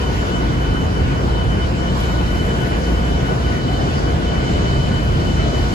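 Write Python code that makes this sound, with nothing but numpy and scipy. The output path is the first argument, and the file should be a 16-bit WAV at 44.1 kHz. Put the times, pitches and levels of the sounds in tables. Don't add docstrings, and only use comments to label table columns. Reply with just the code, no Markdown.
import sys
import numpy as np
from scipy import signal
from scipy.fft import rfft, irfft
from scipy.io import wavfile
from scipy.ndimage import uniform_filter1d

SR = 44100
rng = np.random.default_rng(int(sys.argv[2]) if len(sys.argv) > 2 else 0)


def wav_out(sig):
    wavfile.write(sys.argv[1], SR, np.round(np.clip(np.atleast_2d(sig).T, -1, 1) * 32767).astype(np.int16))


N = 253116

TONE_PITCHES = [49.5, 54.9, 60.1, 62.5, 65.0, 73.0, 77.0, 79.7, 128.3, 131.1, 138.2, 146.0, 160.2, 179.9,
                189.9, 214.0, 234.1, 254.0, 277.0, 320.2, 351.1, 368.0, 412.0, 464.8, 507.0, 527.1, 680.7]
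TONE_LEVELS = [-36, -28, -29, -36.5, -32.5, -38, -33.5, -38.5, -33.5, -34.5, -35.5, -42.5, -35.5, -32.5,
               -40, -46, -44.5, -43, -40.5, -42, -42.5, -53.5, -45.5, -40, -44, -45, -45.5]
# frequency_hz, relative_density_db
ROAR_SPECTRUM = [(20, -20), (45, -4.5), (62, -3.5), (110, -7.5), (250, -13), (400, -16), (560, -20.5),
                 (900, -21.5), (1400, -25.5), (2200, -32), (3500, -37.5), (6000, -44), (9000, -53.5),
                 (14500, -68)]
# time_s, rumble_db, growl_db, mid_db
ROAR_SWELL = [(0.0, -5.5, -1.5, 1), (0.6, 0, 0.5, -0.5), (1.45, 1, 0, -1), (2.4, 3, -1, -0.5),
              (2.75, -6, 0.5, 1), (3.7, 1, 0.5, -1.5), (4.15, -1.5, 0.5, 0.5), (5.0, 4, 2, -0.5),
              (5.74, 1, 1, 1)]
# centre_hz, width_hz, boost_db
HOOD_RESONANCES = [(616, 19, 3.5), (689, 26, 4.5), (745, 25, 4.5), (795, 66, -3)]
# time_s, level_db
DEEP_LEVEL = [(0.0, -21.5), (0.09, -21), (0.2, -21.5), (0.31, -28), (0.48, -18), (0.54, -24), (0.69, -17.5),
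              (0.78, -25), (0.86, -21), (0.93, -26.5), (1.02, -16.0), (1.18, -25.5), (1.33, -15.5),
              (1.38, -24), (1.47, -16.5), (1.57, -23), (1.64, -19), (1.75, -25), (2.14, -20.5), (2.27, -20),
              (2.32, -20.5), (2.69, -26), (2.74, -18), (2.8, -24), (2.93, -16.5), (3.07, -21), (3.13, -18),
              (3.34, -28), (3.47, -17.5), (3.62, -34), (3.74, -19.5), (3.86, -28), (4.13, -17.5),
              (4.21, -26), (4.28, -19), (4.33, -27), (4.38, -19), (4.44, -31), (4.56, -16.5), (4.62, -23.5),
              (4.76, -19.5), (4.89, -27), (4.94, -22.5), (5.01, -22.5), (5.12, -17.5), (5.22, -24.5),
              (5.39, -18), (5.44, -21), (5.49, -21), (5.53, -26), (5.6, -15), (5.74, -29.5)]
# time_s, level_db
HIGH_WHINE_LEVEL = [(0.0, -51), (0.06, -34), (0.17, -67), (0.2, -36.5), (0.25, -49.5), (0.34, -36.5),
                    (0.49, -45.5), (0.62, -39.5), (0.66, -38), (0.81, -36), (0.93, -47), (0.97, -37.5),
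                    (1.07, -50), (1.16, -41), (1.26, -49), (1.42, -34.5), (1.46, -45), (1.53, -37),
                    (1.59, -43), (1.63, -33), (1.72, -60), (1.8, -38), (1.84, -56), (1.88, -32),
                    (1.94, -53), (2.11, -36), (2.15, -48), (2.2, -38), (2.23, -46), (2.32, -35.5),
                    (2.35, -43.0), (2.4, -33.5), (2.46, -45), (2.5, -35), (2.56, -47.5), (2.63, -36),
                    (2.67, -46), (2.74, -38.5), (2.81, -51), (2.87, -38), (2.95, -59), (2.98, -35),
                    (3.01, -53), (3.05, -33.5), (3.1, -44), (3.12, -35), (3.14, -43), (3.18, -34),
                    (3.24, -53), (3.28, -40.5), (3.41, -56), (3.45, -37), (3.53, -46), (3.6, -37),
                    (3.65, -50), (3.69, -33), (3.71, -48), (3.76, -30), (3.79, -47), (3.82, -36),
                    (3.85, -52), (3.89, -38), (3.92, -58), (3.95, -38), (4.03, -60), (4.08, -38.5),
                    (4.2, -52), (4.3, -32.5), (4.33, -41), (4.39, -35), (4.43, -48), (4.47, -31),
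                    (4.52, -44), (4.55, -37), (4.59, -43), (4.63, -38.5), (4.87, -35), (4.9, -44),
                    (4.95, -37), (5.11, -43), (5.14, -39), (5.18, -49), (5.22, -35), (5.25, -51),
                    (5.28, -29.5), (5.35, -44), (5.39, -31), (5.47, -45), (5.58, -32), (5.67, -52),
                    (5.74, -39)]
LOW_WHINE_LEVEL = [(0.0, -47), (0.13, -43.5), (0.22, -47), (0.51, -41.5), (0.61, -57), (0.66, -34.5),
                   (0.71, -44), (0.75, -35.5), (0.83, -57), (1.01, -44), (1.06, -50.0), (1.1, -34.5),
                   (1.23, -52), (1.4, -40), (1.49, -55), (1.58, -41), (1.71, -48), (1.8, -42.0),
                   (1.88, -54), (2.16, -40), (2.26, -45), (2.41, -43), (2.53, -54), (2.64, -37),
                   (2.85, -48), (2.9, -38), (3.07, -54), (3.22, -40), (3.43, -47), (3.48, -40.5),
                   (3.76, -50), (3.95, -42.5), (3.99, -51), (4.06, -43), (4.14, -50), (4.36, -39),
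                   (4.39, -48), (4.43, -37.5), (4.63, -50), (4.81, -43), (4.87, -46), (4.91, -33),
                   (4.99, -52), (5.07, -36.5), (5.18, -58), (5.25, -41), (5.51, -48), (5.67, -40),
                   (5.74, -50)]
# pitch_hz, blur_hz, share_db
HIGH_BLADE_TONES = [(3010, 55, -12), (3004, 6, -2.5), (3018, 6, 0), (3027, 6, -7)]
LOW_BLADE_TONES = [(1450, 16, -11), (1461, 4, -5), (1472, 5, -1), (1486, 6, 0)]
# time_s, level_db, crest_hz, fizz_db
AIR_JET = [(0.0, -43.5, 4970, -56), (0.33, -42, 4740, -58), (0.6, -52, 4320, -62), (1.9, -52, 4270, -65),
           (2.01, -37.5, 3780, -51.5), (2.21, -42.5, 4000, -57.5), (2.48, -44, 4400, -54.5),
           (3.45, -44, 4200, -60), (3.56, -42, 4450, -58), (3.66, -46.5, 4350, -68), (3.82, -40, 4500, -60),
           (3.95, -39, 4900, -60), (4.06, -41, 4700, -62), (4.2, -46.5, 4360, -67), (4.54, -38, 4100, -66),
           (5.1, -43, 4280, -58.5), (5.45, -38.5, 4250, -64), (5.74, -38, 4280, -52)]
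# frequency_hz, likeness_0_to_1
CHANNEL_LIKENESS = [(60, .97), (250, .76), (430, .62), (620, .35), (1000, .5), (1300, .73), (1800, .36),
                    (3000, .12), (4800, .4), (5700, .25), (7100, .55), (7700, .45), (8500, .95), (9900, .6),
                    (10600, .95)]
# frequency_hz, phase_rad (subtracted)
CHANNEL_PHASE = [(0, 0), (500, 1.2), (760, 3.1), (1720, 3.3), (2400, 6.4), (6900, 18.85), (7300, 18.8),
                 (8600, 15.8), (9700, 15.7), (10500, 12.7), (12100, 12.6), (12700, 9.5), (16000, 9.4)]
# frequency_hz, lean_db
CHANNEL_LEAN = [(60, -0.5), (130, -1.5), (290, 3), (640, 3), (1410, -1), (3100, 0), (6820, -2.5),
                (15000, 3.5)]

ROAR_LEVEL_DB = -18
CHUG_HZ, CHUG_WIDTH_HZ, CHUG_DB_PER_S = 654, 130, .7
DEEP_LOW_HZ, DEEP_HIGH_HZ, LUMP_S, DEEP_HOLD = 42, 92, .045, .95
FADE_S, WHINE_HOLD = .025, .62
BAND_EDGE_HZ = 15800
FRAME, HOP, FLUTTER_STEP = 2048, 512, 128


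def gain_of(db):
    return 10 ** (np.asarray(db) / 20)


def evened(x):
    return x / np.sqrt(np.mean(abs(x) ** 2) + 1e-20)


def read(points, hz):
    f, value = np.transpose(points)
    return np.interp(np.log(hz + 1), np.log(f + 1), value)


def columns(rows, t):
    time_s, *rest = np.transpose(rows)
    return [np.interp(t, time_s, column) for column in rest]


def pair(near, stray, hz, like):
    phase_rad = np.interp(hz, *np.transpose(CHANNEL_PHASE))
    lean = gain_of(read(CHANNEL_LEAN, hz) / 2)
    like = np.clip(like, 0, .97)
    left = lean * near
    right = (like * np.exp(-1j * phase_rad) * near + np.sqrt(1 - like ** 2) * stray) / lean
    return np.array([left, right])


def flutter(rate_hz):
    steps = N // FLUTTER_STEP + 2
    spectrum = np.fft.fft(rng.standard_normal(steps) + 1j * rng.standard_normal(steps))
    lowpass = np.exp(-(np.fft.fftfreq(steps, FLUTTER_STEP / SR) / rate_hz) ** 2)
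    slow = evened(np.fft.ifft(spectrum * lowpass))
    at = np.arange(N) / FLUTTER_STEP
    return np.interp(at, np.arange(steps), slow.real) + 1j * np.interp(at, np.arange(steps), slow.imag)


def drift(field, bins, frames):
    return evened(uniform_filter1d(uniform_filter1d(field, size=bins, axis=0), size=frames, axis=1))


def noise(shape, patchy_db, gusty_db):
    frames, hz = N // HOP + 5, np.fft.rfftfreq(FRAME, 1 / SR)[:, None]
    a, b, c, d, patches, gusts = rng.standard_normal((frames, FRAME // 2 + 1, 6)).T
    patches = drift(patches, bins=16, frames=9)
    gusts = drift(gusts, bins=70, frames=5)
    stirred = 1 / (1 + (500 / (hz + 1)) ** 2)
    spectra = pair(a + 1j * b, c + 1j * d, hz, read(CHANNEL_LIKENESS, hz))
    spectra *= shape(hz, np.arange(frames) * HOP / SR)
    spectra *= gain_of((patchy_db * patches + gusty_db * gusts) * stirred)
    return signal.istft(spectra, nperseg=FRAME, noverlap=FRAME - HOP)[1][:, :N]


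def exhausts():
    t, out = np.arange(N) / SR, np.zeros((2, N))
    for hz, level_db in zip(TONE_PITCHES, TONE_LEVELS):
        near = np.exp(2j * np.pi * (hz * t + rng.random())) * (2.1 + flutter(1.1))
        stray = np.exp(2j * np.pi * hz * t) * flutter(0.16)
        out += gain_of(level_db) * evened(pair(near, stray, hz, 1.0).real)
    return out


def roar():
    def shape(hz, t):
        rumble_db, growl_db, mid_db = columns(ROAR_SWELL, t)
        rumble = 1 / (1 + (hz / 125) ** 4)
        growl = (1 - rumble) / (1 + (hz / 340) ** 4)
        mid = (1 - rumble - growl) / (1 + (hz / 1600) ** 2)
        swell_db = rumble * rumble_db + growl * growl_db + mid * mid_db
        hoods_db = sum(db * np.exp(-((hz - f) / width) ** 2) for f, width, db in HOOD_RESONANCES)
        chug_db = CHUG_DB_PER_S * (t - t.mean()) * np.exp(-((hz - CHUG_HZ) / CHUG_WIDTH_HZ) ** 2)
        return gain_of(read(ROAR_SPECTRUM, hz) + hoods_db + chug_db + swell_db)
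    return gain_of(ROAR_LEVEL_DB) * evened(noise(shape, patchy_db=1.0, gusty_db=1.5))


def with_deep_lumps(engines):
    hz = np.fft.rfftfreq(N, 1 / SR)
    band = 1 / (1 + (DEEP_LOW_HZ / (hz + 1)) ** 8) / (1 + (hz / DEEP_HIGH_HZ) ** 8)
    deep = irfft(rfft(engines) * band, N)
    level = np.sqrt(abs(uniform_filter1d(deep.mean(0) ** 2, size=round(LUMP_S * SR))) + 1e-6)
    level = uniform_filter1d(level, size=round(LUMP_S * SR / 2))
    loudness = gain_of(columns(DEEP_LEVEL, np.arange(N) / SR)[0])
    return engines + deep * ((loudness / level) ** DEEP_HOLD - 1)


def blade_cluster(blades, multiple):
    t = np.arange(N) / SR
    return sum(gain_of(share_db) * np.exp(2j * np.pi * multiple * hz * t) * flutter(multiple * blur_hz)
               for hz, blur_hz, share_db in blades)


def whine(level_rows, blades, echo_db, octave_db, lean_db):
    level = gain_of(columns(level_rows, np.arange(N) / SR)[0])
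    out = 0
    for multiple, part_db in ((1, 0), (2, octave_db)):
        direct = blade_cluster(blades, multiple)
        echo = blade_cluster(blades, multiple)
        direct = direct / uniform_filter1d(abs(direct), size=round(FADE_S * SR)) ** WHINE_HOLD
        direct = level * evened(direct.real)
        echo = gain_of(echo_db) * evened(echo.real)
        out = out + gain_of(part_db) * np.array([direct + echo, direct - echo])
    return gain_of([[lean_db / 2], [-lean_db / 2]]) * out


def air():
    def jet(hz, t):
        crest_hz = columns(AIR_JET, t)[1]
        hump = np.exp(-((hz - crest_hz) / 1300) ** 2)
        crest = .9 * np.exp(-((hz - crest_hz) / 300) ** 2)
        slope = gain_of(8 - 5.0 * np.log2(hz / 4000 + 1e-3))
        slope = slope / (1 + (2800 / (hz + 1)) ** 6) / (1 + (hz / 8500) ** 8)
        return hump + crest + slope

    def fizz(hz, t):
        return np.exp(-((hz - 10900) / 1500) ** 6) + 0 * t

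    level_db, _, fizz_db = columns(AIR_JET, np.arange(N) / SR)
    out = gain_of(level_db) * evened(noise(jet, patchy_db=1.1, gusty_db=.8))
    return out + gain_of(fizz_db) * evened(noise(fizz, patchy_db=2.2, gusty_db=1.3))


def scene():
    turbos = whine(HIGH_WHINE_LEVEL, HIGH_BLADE_TONES, echo_db=-43.5, octave_db=-26, lean_db=3.5)
    turbos += whine(LOW_WHINE_LEVEL, LOW_BLADE_TONES, echo_db=-37.0, octave_db=-11.5, lean_db=2.0)
    return with_deep_lumps(exhausts() + roar()) + air() + turbos


def record(dry):
    cut = signal.sosfilt(signal.butter(5, 41, "high", fs=SR, output="sos"), dry)
    power_db = 10 * np.log10(abs(uniform_filter1d((cut ** 2).mean(0), size=2500)) + 1e-12)
    power_db = uniform_filter1d(power_db, size=1200)
    levelled = cut / gain_of(0.099 * (power_db + 15.5))
    lowpass = signal.firwin(511, BAND_EDGE_HZ, window=("kaiser", 9), fs=SR)
    return signal.oaconvolve(levelled, lowpass[None], "same")


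dry = scene()
out = record(dry)
wav_out(out)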